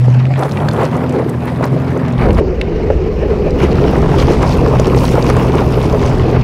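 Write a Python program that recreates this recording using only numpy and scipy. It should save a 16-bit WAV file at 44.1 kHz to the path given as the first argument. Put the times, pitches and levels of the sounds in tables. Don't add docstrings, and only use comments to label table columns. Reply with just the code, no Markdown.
import sys
import numpy as np
from scipy import signal
from scipy.fft import rfft, irfft
from scipy.io import wavfile
from scipy.ndimage import uniform_filter1d

SR = 44100
rng = np.random.default_rng(int(sys.argv[2]) if len(sys.argv) > 2 else 0)


def log_audio(samples):
    frames = np.atleast_2d(samples).T
    limited = np.clip(frames, -1, 1)
    pcm = np.round(limited * 32767).astype(np.int16)
    wavfile.write(sys.argv[1], SR, pcm)


N = 283563
TIME = np.arange(N) / SR
CUTOFF_HZ = 15750


def from_db(db):
    return 10 ** (np.asarray(db) / 20)


def rms_one(x):
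    return x / np.sqrt(np.mean(x ** 2) + 1e-20)


def in_time(rows):
    s, *columns = np.transpose(rows)
    return [np.interp(TIME, s, c) for c in columns]


def during(rows, fade_s):
    outside = np.maximum(rows[0][0] - TIME, TIME - rows[-1][0])
    return np.clip(1 - outside / fade_s, 0, 1)


def at_hz(points, hz):
    points = np.array(points)
    return np.interp(np.log(hz), np.log(points[:, 0]), points[:, 1])


def filtered(x, hz, kind):
    sos = signal.butter(2, np.clip(hz, 10, .45 * SR), kind, fs=SR, output="sos")
    return signal.sosfilt(sos, x + 1e-18)


def drift(rate_hz, size=N):
    hop, settle = 40, 2000
    pole = np.exp(-2 * np.pi * rate_hz * hop / SR)
    noise = rng.standard_normal(N // hop + settle + 2)
    slow = signal.lfilter([1], [1, -2 * pole, pole * pole], noise)[settle:]
    return np.interp(np.arange(size) / hop, np.arange(len(slow)), rms_one(slow))


def swell(s, length_s, time=TIME):
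    return np.exp(-np.minimum((2 * (time - s) / length_s) ** 2, 50))


def rumble(colour, steadiness):
    hz = np.maximum(np.fft.rfftfreq(N, 1 / SR), 1)
    skirts = np.minimum(1, np.minimum(hz / colour[0][0], colour[-1][0] / hz)) ** 4
    spectrum = rfft(rng.standard_normal(N)) * from_db(at_hz(colour, hz)) * skirts
    noise = rms_one(irfft(spectrum, N))
    local_power = uniform_filter1d(noise ** 2, size=5000)
    return rms_one(noise / local_power ** (steadiness / 2))


# t/s, level/dB
WIND_LEVEL = [(2.19, -19), (4.1, -15.5), (5.3, -17.5), (6.43, -16.5)]
# f/Hz, relative density/dB
WIND_COLOUR = [(16, -23), (28, -5), (42, -8.5), (58, 1.5), (85, -5.5), (105, -14.5), (150, -28.5)]
# t/s, length/s, level/dB against the steady wind
WIND_GUSTS = [(2.333, 0.24, 6.5), (2.955, 0.055, 5.5), (4.236, 0.056, 3), (6.19, .1, 2.5)]


def wind():
    gust_power = sum(from_db(db) ** 2 * swell(s, length_s) for s, length_s, db in WIND_GUSTS)
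    gain = from_db(in_time(WIND_LEVEL)[0]) * np.sqrt(1 + gust_power)
    return gain * rumble(WIND_COLOUR, steadiness=0.85) * during(WIND_LEVEL, fade_s=0.018)


# t/s, relative level/dB
BOOM_LEVEL = [(0.0, -24.5), (2.15, -26), (2.31, -14), (2.45, -25.5), (3.45, -21), (3.7, -17.5), (5.3, -20),
              (6.43, -22.5)]
# f/Hz, relative density/dB
BOOM_SPECTRUM = [(55, -16), (80, -5.5), (110, -7.5), (160, -0.5), (215, -5), (280, -10), (340, -16)]


def underbody_boom():
    return from_db(in_time(BOOM_LEVEL)[0] + 3.0) * rumble(BOOM_SPECTRUM, steadiness=0.56)


# t/s, firing f/Hz, level/dB
DRONE_BESIDE = [(0.0, 123.4, -9), (0.12, 123.7, -6), (0.33, 132.2, -11.5), (0.5, 137.9, -20),
                (0.72, 154.9, -17.5), (1.0, 155.8, -26), (1.3, 133.6, -27)]
DRONE_BEHIND = [(0.58, 101.3, -24), (0.85, 122.8, -20), (0.97, 128.6, -23), (1.35, 121.1, -23.5),
                (1.8, 132, -18.5), (2.05, 127.6, -19), (2.32, 122, -20), (2.42, 123, -32)]
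DRONE_WHEEL = [(3.55, 133.8, -27), (3.7, 131.6, -18), (4.3, 131.1, -19), (4.85, 125, -16),
               (5.7, 125.6, -18), (6.43, 124.2, -14.5)]
# multiple of the engine cycle rate, relative level/dB
UNEVEN_ORDERS = [(3, -20), (4, -10.5), (5, -33), (7, -8.5), (8, -9.5), (9, -21.5), (10, -20), (11, -14),
                 (18, -17.5)]


def exhaust(rows, octave_db, uneven_db, flutter_db, fade_s):
    firing_hz, tone_db = in_time(rows)
    firing_phase = 2 * np.pi * np.cumsum(firing_hz * (1 + .006 * drift(25))) / SR
    cycle_phase = firing_phase / 6
    out = from_db(tone_db + flutter_db * drift(18)) * np.sin(firing_phase)
    out += from_db(octave_db + 3.2 * drift(26)) * np.sin(2 * firing_phase + rng.uniform(0, 2 * np.pi))
    for multiple, level_db in UNEVEN_ORDERS:
        gain = from_db(tone_db + uneven_db + level_db + 4.2 * drift(8.2))
        out += gain * np.sin(multiple * cycle_phase + rng.uniform(0, 2 * np.pi))
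    return np.sqrt(2) * out * during(rows, fade_s)


# ratio to its pitch, relative level/dB
RING_MODES = [(.83, 2.5), (1, 5), (1.17, 2.5), (1.62, -4), (2.3, -29)]


def struck_stone(s, db, hz, t60, crack, band_ratios, scatter_db, scatter_t60):
    t = np.arange(SR // 8) / SR
    ring = np.zeros(len(t))
    for k, (ratio, level_db) in enumerate(RING_MODES):
        if hz * ratio < CUTOFF_HZ:
            polarity = (-1) ** (k // 2)
            decay = from_db(level_db - 60 * t * ratio / t60)
            ring += polarity * decay * np.sin(2 * np.pi * hz * ratio * t)
    band_hz = hz * np.array(band_ratios)
    click = filtered(signal.unit_impulse(len(t)), band_hz, "band")
    scatter = rms_one(filtered(rng.standard_normal(len(t)), band_hz, "band"))
    scatter *= from_db(scatter_db - 60 * t / scatter_t60)
    blow = ring / np.abs(ring).max() + crack * click / click.max() + scatter
    blow = from_db(db) * filtered(blow, 0.51 * hz, "high")
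    return np.pad(blow, (round(s * SR), N))[:N]


def pebble_ticks(rows, per_s, over_spray_db, spread_db, low_hz, high_hz):
    spray_db = in_time(rows)[1]
    start, span_s = rows[0][0], rows[-1][0] - rows[0][0]
    candidates = 150
    out = np.zeros(N)
    for when, softness, pitch, chance in rng.random((candidates, 4)):
        if chance < per_s * span_s / candidates:
            s = start + when * span_s
            db = spray_db[int(s * SR)] + over_spray_db - spread_db * np.log(max(softness, .05))
            hz = low_hz * (high_hz / low_hz) ** pitch
            out += struck_stone(s, db, hz, t60=0.0074, crack=0.79, band_ratios=(0.44, 1.2),
                                scatter_db=-5, scatter_t60=0.026)
    return out


# t/s, relative level/dB, f/Hz, t60/s
STONE_KNOCKS = [(0.0813, -2.5, 503, 0.015), (0.3065, -13, 710, 0.16), (0.4247, -3, 717, 0.035),
                (0.9285, -15, 900, 0.03), (1.262, -0.5, 384, 0.031), (1.6088, -4, 595.5, 0.025),
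                (1.764, -8, 605, 0.04), (2.37, -12, 1190, 0.018), (2.9017, 4, 518, 0.046),
                (3.3353, -11, 620, 0.034), (4.0303, -1, 560, 0.015), (4.1413, -2.5, 850, 0.019),
                (4.2834, -7, 820, 0.03), (4.7971, 4, 550, 0.025), (4.9473, 2, 387, 0.038),
                (5.0415, 0, 895, 0.018), (5.3694, -7, 1070, 0.03), (5.554, 4.5, 409.5, 0.019),
                (5.6183, -1, 740, 0.019), (6.037, -10, 950, 0.019), (6.2806, -5, 727, 0.033),
                (6.325, 1, 484, 0.034)]
PEBBLE_SNAPS = [(0.2543, -13.5, 2450, .008), (0.338, -13.5, 2210, 0.011), (0.52, -19, 5000, 0.0083),
                (0.572, -12.5, 2340, 0.035), (.685, -6.5, 1570, 0.016), (0.687, -10.5, 4330, 0.016),
                (.712, -20, 4270, .02), (0.8527, -16.5, 5530, 0.0048), (1.294, -23.5, 10400, 0.011),
                (1.4546, -28, 11900, 0.01), (1.642, -17.5, 4900, .015), (1.6534, -26, 12000, .016),
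                (2.1804, -22, 3200, 0.011), (2.3063, -12.5, 2770, 0.01), (2.3463, -25, 5000, .019),
                (2.6135, -4.5, 2660, 0.012), (3.507, -23.5, 4880, .02), (4.2017, -14, 3930, 0.013),
                (4.428, -20.5, 6300, .018), (4.7974, -10, 5904, 0.018), (4.849, -25, 3900, .015),
                (4.87, -16, 5500, .018), (4.9468, -9, 2430, 0.012), (5.053, -12, 3930, .015),
                (5.225, -11, 4654, 0.012), (5.5905, -14, 2180, 0.024)]


def loose_stones():
    knocks = sum(struck_stone(*row, crack=0.16, band_ratios=(0.23, 1.4),
                              scatter_db=-17.5, scatter_t60=0.065) for row in STONE_KNOCKS)
    snaps = sum(struck_stone(*row, crack=0.44, band_ratios=(0.43, 1.37),
                             scatter_db=-9.5, scatter_t60=0.018) for row in PEBBLE_SNAPS)
    return from_db(-2.5) * knocks + from_db(-3) * snaps


# t/s, length/s, level/dB against rolling, f/Hz, spread/octaves
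GRAVEL_SLIPS = [(0.202, 0.045, 5.5, 2000, 1.8), (0.425, 0.068, 10.5, 950, 1.2),
                (0.623, .08, 7.5, 750, 0.68), (0.81, 0.08, 11, 855, 1.03), (0.844, 0.053, 5.5, 3500, 1),
                (0.96, .045, 7, 1400, 0.99), (1.02, 0.06, 7.5, 800, 1), (1.187, 0.091, 11.5, 350, 0.72),
                (1.486, 0.042, 7.5, 2600, 1.4), (1.639, 0.025, 12, 900, 2), (1.897, .05, 0.5, 2956, 1),
                (1.965, 0.024, 10, 420, 0.51), (2.045, 0.097, 3.5, 1500, 1.02),
                (2.222, 0.05, 12.5, 1900, 0.87), (2.271, 0.078, 15, 408, 0.58),
                (2.384, 0.017, 12.5, 1400, 1.2), (2.428, 0.049, 7, 450, 0.65), (2.797, 0.18, 1, 1600, 1.44),
                (3.234, 0.036, 4.5, 1100, 0.93), (3.324, .06, 5.5, 1400, 0.88),
                (3.469, 0.038, 6.5, 600, 1.5), (3.626, 0.065, 6, 2600, 2), (3.82, 0.1, 2.5, 350, 0.99),
                (3.954, 0.07, 3.5, 900, 0.71), (4.205, 0.057, 10, 5000, 0.86),
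                (4.295, 0.045, 5.5, 380, 1.1), (4.322, 0.059, 8.5, 5500, 0.55),
                (4.434, 0.046, 10, 1050, 0.93), (4.51, 0.063, 11, 5200, 0.6), (4.66, .06, 5, 500, .9),
                (4.745, 0.046, 7.5, 990, 0.66), (5.043, 0.17, 8, 9000, 1.1), (5.177, 0.044, 9.5, 905, 0.38),
                (5.29, 0.051, 7, 2997, 2), (5.399, 0.058, 6, 1300, 1.8), (5.6, 0.062, 6, 1300, 0.8),
                (5.846, 0.038, 4.5, 5500, 1.4), (5.931, 0.047, -0.5, 1200, 0.99),
                (6.06, .07, 2.5, 4000, 1.2), (6.365, 0.032, 8, 1170, 0.82)]


def slip_db(edges, time):
    s, length_s, db, hz, octaves = np.transpose(GRAVEL_SLIPS)
    near = (s > time[0] - .3) & (s < time[-1] + .3)
    centres = np.sqrt(edges[:-1] * edges[1:])[:, None]
    power = from_db(db) ** 2 / (1 + (np.log2(centres / hz) / octaves) ** 2)
    return 10 * np.log10(1 + power[:, near] @ swell(s[near, None], length_s[near, None], time))


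def band_levels(sizes_db, colour, edges):
    centres = np.sqrt(edges[:-1] * edges[1:])
    band_db = at_hz(colour, centres) + 10 * np.log10(np.diff(edges))
    size_of_band = np.searchsorted([620, 1800, 6500], centres)
    size_power = [np.sum(from_db(band_db[size_of_band == k]) ** 2) for k in range(4)]
    lifts_db = sizes_db - 10 * np.log10(size_power)[:, None]
    blend_log_hz = np.log([480, 780, 1200, 2400, 4800, 8200])
    blend_weights = np.eye(4)[:, [0, 1, 1, 2, 2, 3]]
    shares = np.transpose([np.interp(np.log(centres), blend_log_hz, row) for row in blend_weights])
    return band_db[:, None] + shares @ lifts_db


def contacts(size, edges, per_s, spread_db, reach_octaves):
    at = np.flatnonzero(rng.random(N)[:size] < per_s / SR)
    force = from_db(spread_db * np.minimum(rng.exponential(1, N), 4.5))[at]
    octave = rng.uniform(np.log2(edges[0]), np.log2(edges[-1]), N)[at]
    trains = np.zeros((len(edges) - 1, size))
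    for k, hz in enumerate(edges[:-1]):
        near_pitch = 1 / (1 + ((np.log2(hz) - octave) / reach_octaves) ** 2)
        trains[k, at] = force * near_pitch * rng.uniform(-0.82, 1, N)[at]
    return trains


def gravel(rows, colour, mix_db, surge_db, per_s, spread_db, reach_octaves,
           clump_db, patchy_db, bed, fade_s):
    rolling_db, spray_db = in_time(rows)
    sizes_db = np.array([rolling_db + db for db in mix_db] + [spray_db])
    sizes_db += surge_db * drift(10.6)
    fade = during(rows, fade_s)
    rolling = fade > 0
    size = rolling.sum()
    edges = np.geomspace(270, 16000, 33)
    levels_db = band_levels(sizes_db[:, rolling], colour, edges) + slip_db(edges, TIME[rolling])
    clumps = rms_one(from_db(clump_db * drift(74, size)))
    out = np.zeros(N)
    for k, clicks in enumerate(contacts(size, edges, per_s, spread_db, reach_octaves)):
        bed_gain = np.interp(k, [0, len(levels_db)], bed)
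        tiny_contacts = bed_gain * rng.standard_normal(N, dtype=np.float32)[:size]
        band = filtered(clumps * (rms_one(clicks) + tiny_contacts), edges[k:k + 2], "band")
        flicker = from_db(patchy_db * drift(10.3, size))
        out[rolling] += from_db(levels_db[k]) * rms_one(band * flicker)
    return filtered(out, 168, "high") * fade


# t/s, relative rolling level/dB, sand spray level/dB
ROLL_BESIDE = [(0.0, -27.5, -54), (0.17, -30, -57.5), (0.37, -27.5, -56)]
ROLL_BEHIND = [(0.38, -26, -49), (0.85, -24, -51), (1.1, -25, -55), (1.4, -26.5, -53.5), (1.75, -23.5, -55),
               (2.15, -26, -57.5), (2.397, -24, -52)]
ROLL_GRIT = [(2.4, -21, -63), (3.0, -19.5, -61), (3.575, -18.5, -57)]
ROLL_COARSE = [(3.59, -17, -51.5), (4.1, -16, -50.5), (5.2, -17, -46), (5.7, -16.5, -47), (6.05, -16, -48),
               (6.43, -18.5, -58)]
# f/Hz, relative density/dB
COLOUR_BESIDE = [(270, -9), (400, -4), (600, -0.5), (800, -8), (1100, -13.5), (1500, -17), (2300, -20),
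                 (3300, -29.5), (5000, -33), (7000, -37.5), (11000, -45), (15500, -58)]
COLOUR_BEHIND = [(270, -4), (400, 1), (550, -3.5), (750, -9.5), (1050, -12.5), (1400, -18.5), (2200, -24),
                 (3300, -33.5), (4400, -37), (7000, -45.5), (11000, -45.5), (15500, -57)]
COLOUR_GRIT = [(270, -10.5), (410, 4), (560, -11), (720, -18.5), (1000, -24), (1400, -30), (2000, -29),
               (2750, -28), (3200, -40.5), (4400, -39), (5500, -41), (7500, -54), (10000, -60.5),
               (15500, -60)]
COLOUR_COARSE = [(270, -3), (420, 2.5), (540, -4.5), (720, -7.5), (1020, -8.5), (1600, -21.5), (2200, -24),
                 (2750, -25), (3250, -31), (4300, -34), (5200, -33.5), (6500, -39), (7300, -43),
                 (11000, -45.5), (15500, -53)]


def tyres():
    beside = gravel(ROLL_BESIDE, COLOUR_BESIDE, mix_db=(-3, -3, -9), surge_db=1.1,
                    per_s=1600, spread_db=2.5, reach_octaves=0.82,
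                    clump_db=1.6, patchy_db=3.3, bed=(0.7, 1.0), fade_s=0.022)
    behind = gravel(ROLL_BEHIND, COLOUR_BEHIND, mix_db=(0, -4.5, -14.7), surge_db=0.2,
                    per_s=1500, spread_db=2.0, reach_octaves=0.82,
                    clump_db=1.04, patchy_db=1.46, bed=(0.54, 1.0), fade_s=0.014)
    grit = gravel(ROLL_GRIT, COLOUR_GRIT, mix_db=(2, -13, -20.5), surge_db=0.5,
                  per_s=4000, spread_db=2.5, reach_octaves=0.79,
                  clump_db=1.14, patchy_db=2.1, bed=(0.63, 2.9), fade_s=0.026)
    coarse = gravel(ROLL_COARSE, COLOUR_COARSE, mix_db=(0, -8.5, -17), surge_db=0.6,
                    per_s=1500, spread_db=4.0, reach_octaves=0.61,
                    clump_db=1.2, patchy_db=1.55, bed=(0.67, 1.17), fade_s=0.016)
    return beside + behind + grit + coarse


def scene():
    engine = exhaust(DRONE_BESIDE, octave_db=-35.5, uneven_db=-16, flutter_db=0.8, fade_s=0.079)
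    engine += exhaust(DRONE_BEHIND, octave_db=-24, uneven_db=2, flutter_db=3, fade_s=0.13)
    engine += exhaust(DRONE_WHEEL, octave_db=-25, uneven_db=-2, flutter_db=3, fade_s=0.036)
    ground = tyres() + loose_stones()
    ticks = pebble_ticks(ROLL_BEHIND, per_s=16, over_spray_db=21, spread_db=1.5,
                         low_hz=2200, high_hz=9000)
    return (engine + ground + ticks + underbody_boom() + wind())[None]


def record(dry):
    rounded = dry / (1 + dry ** 8) ** (1 / 8)
    return signal.sosfilt(signal.ellip(14, .1, 90, CUTOFF_HZ, fs=SR, output="sos"), rounded)


dry = scene()
out = record(dry)
log_audio(out)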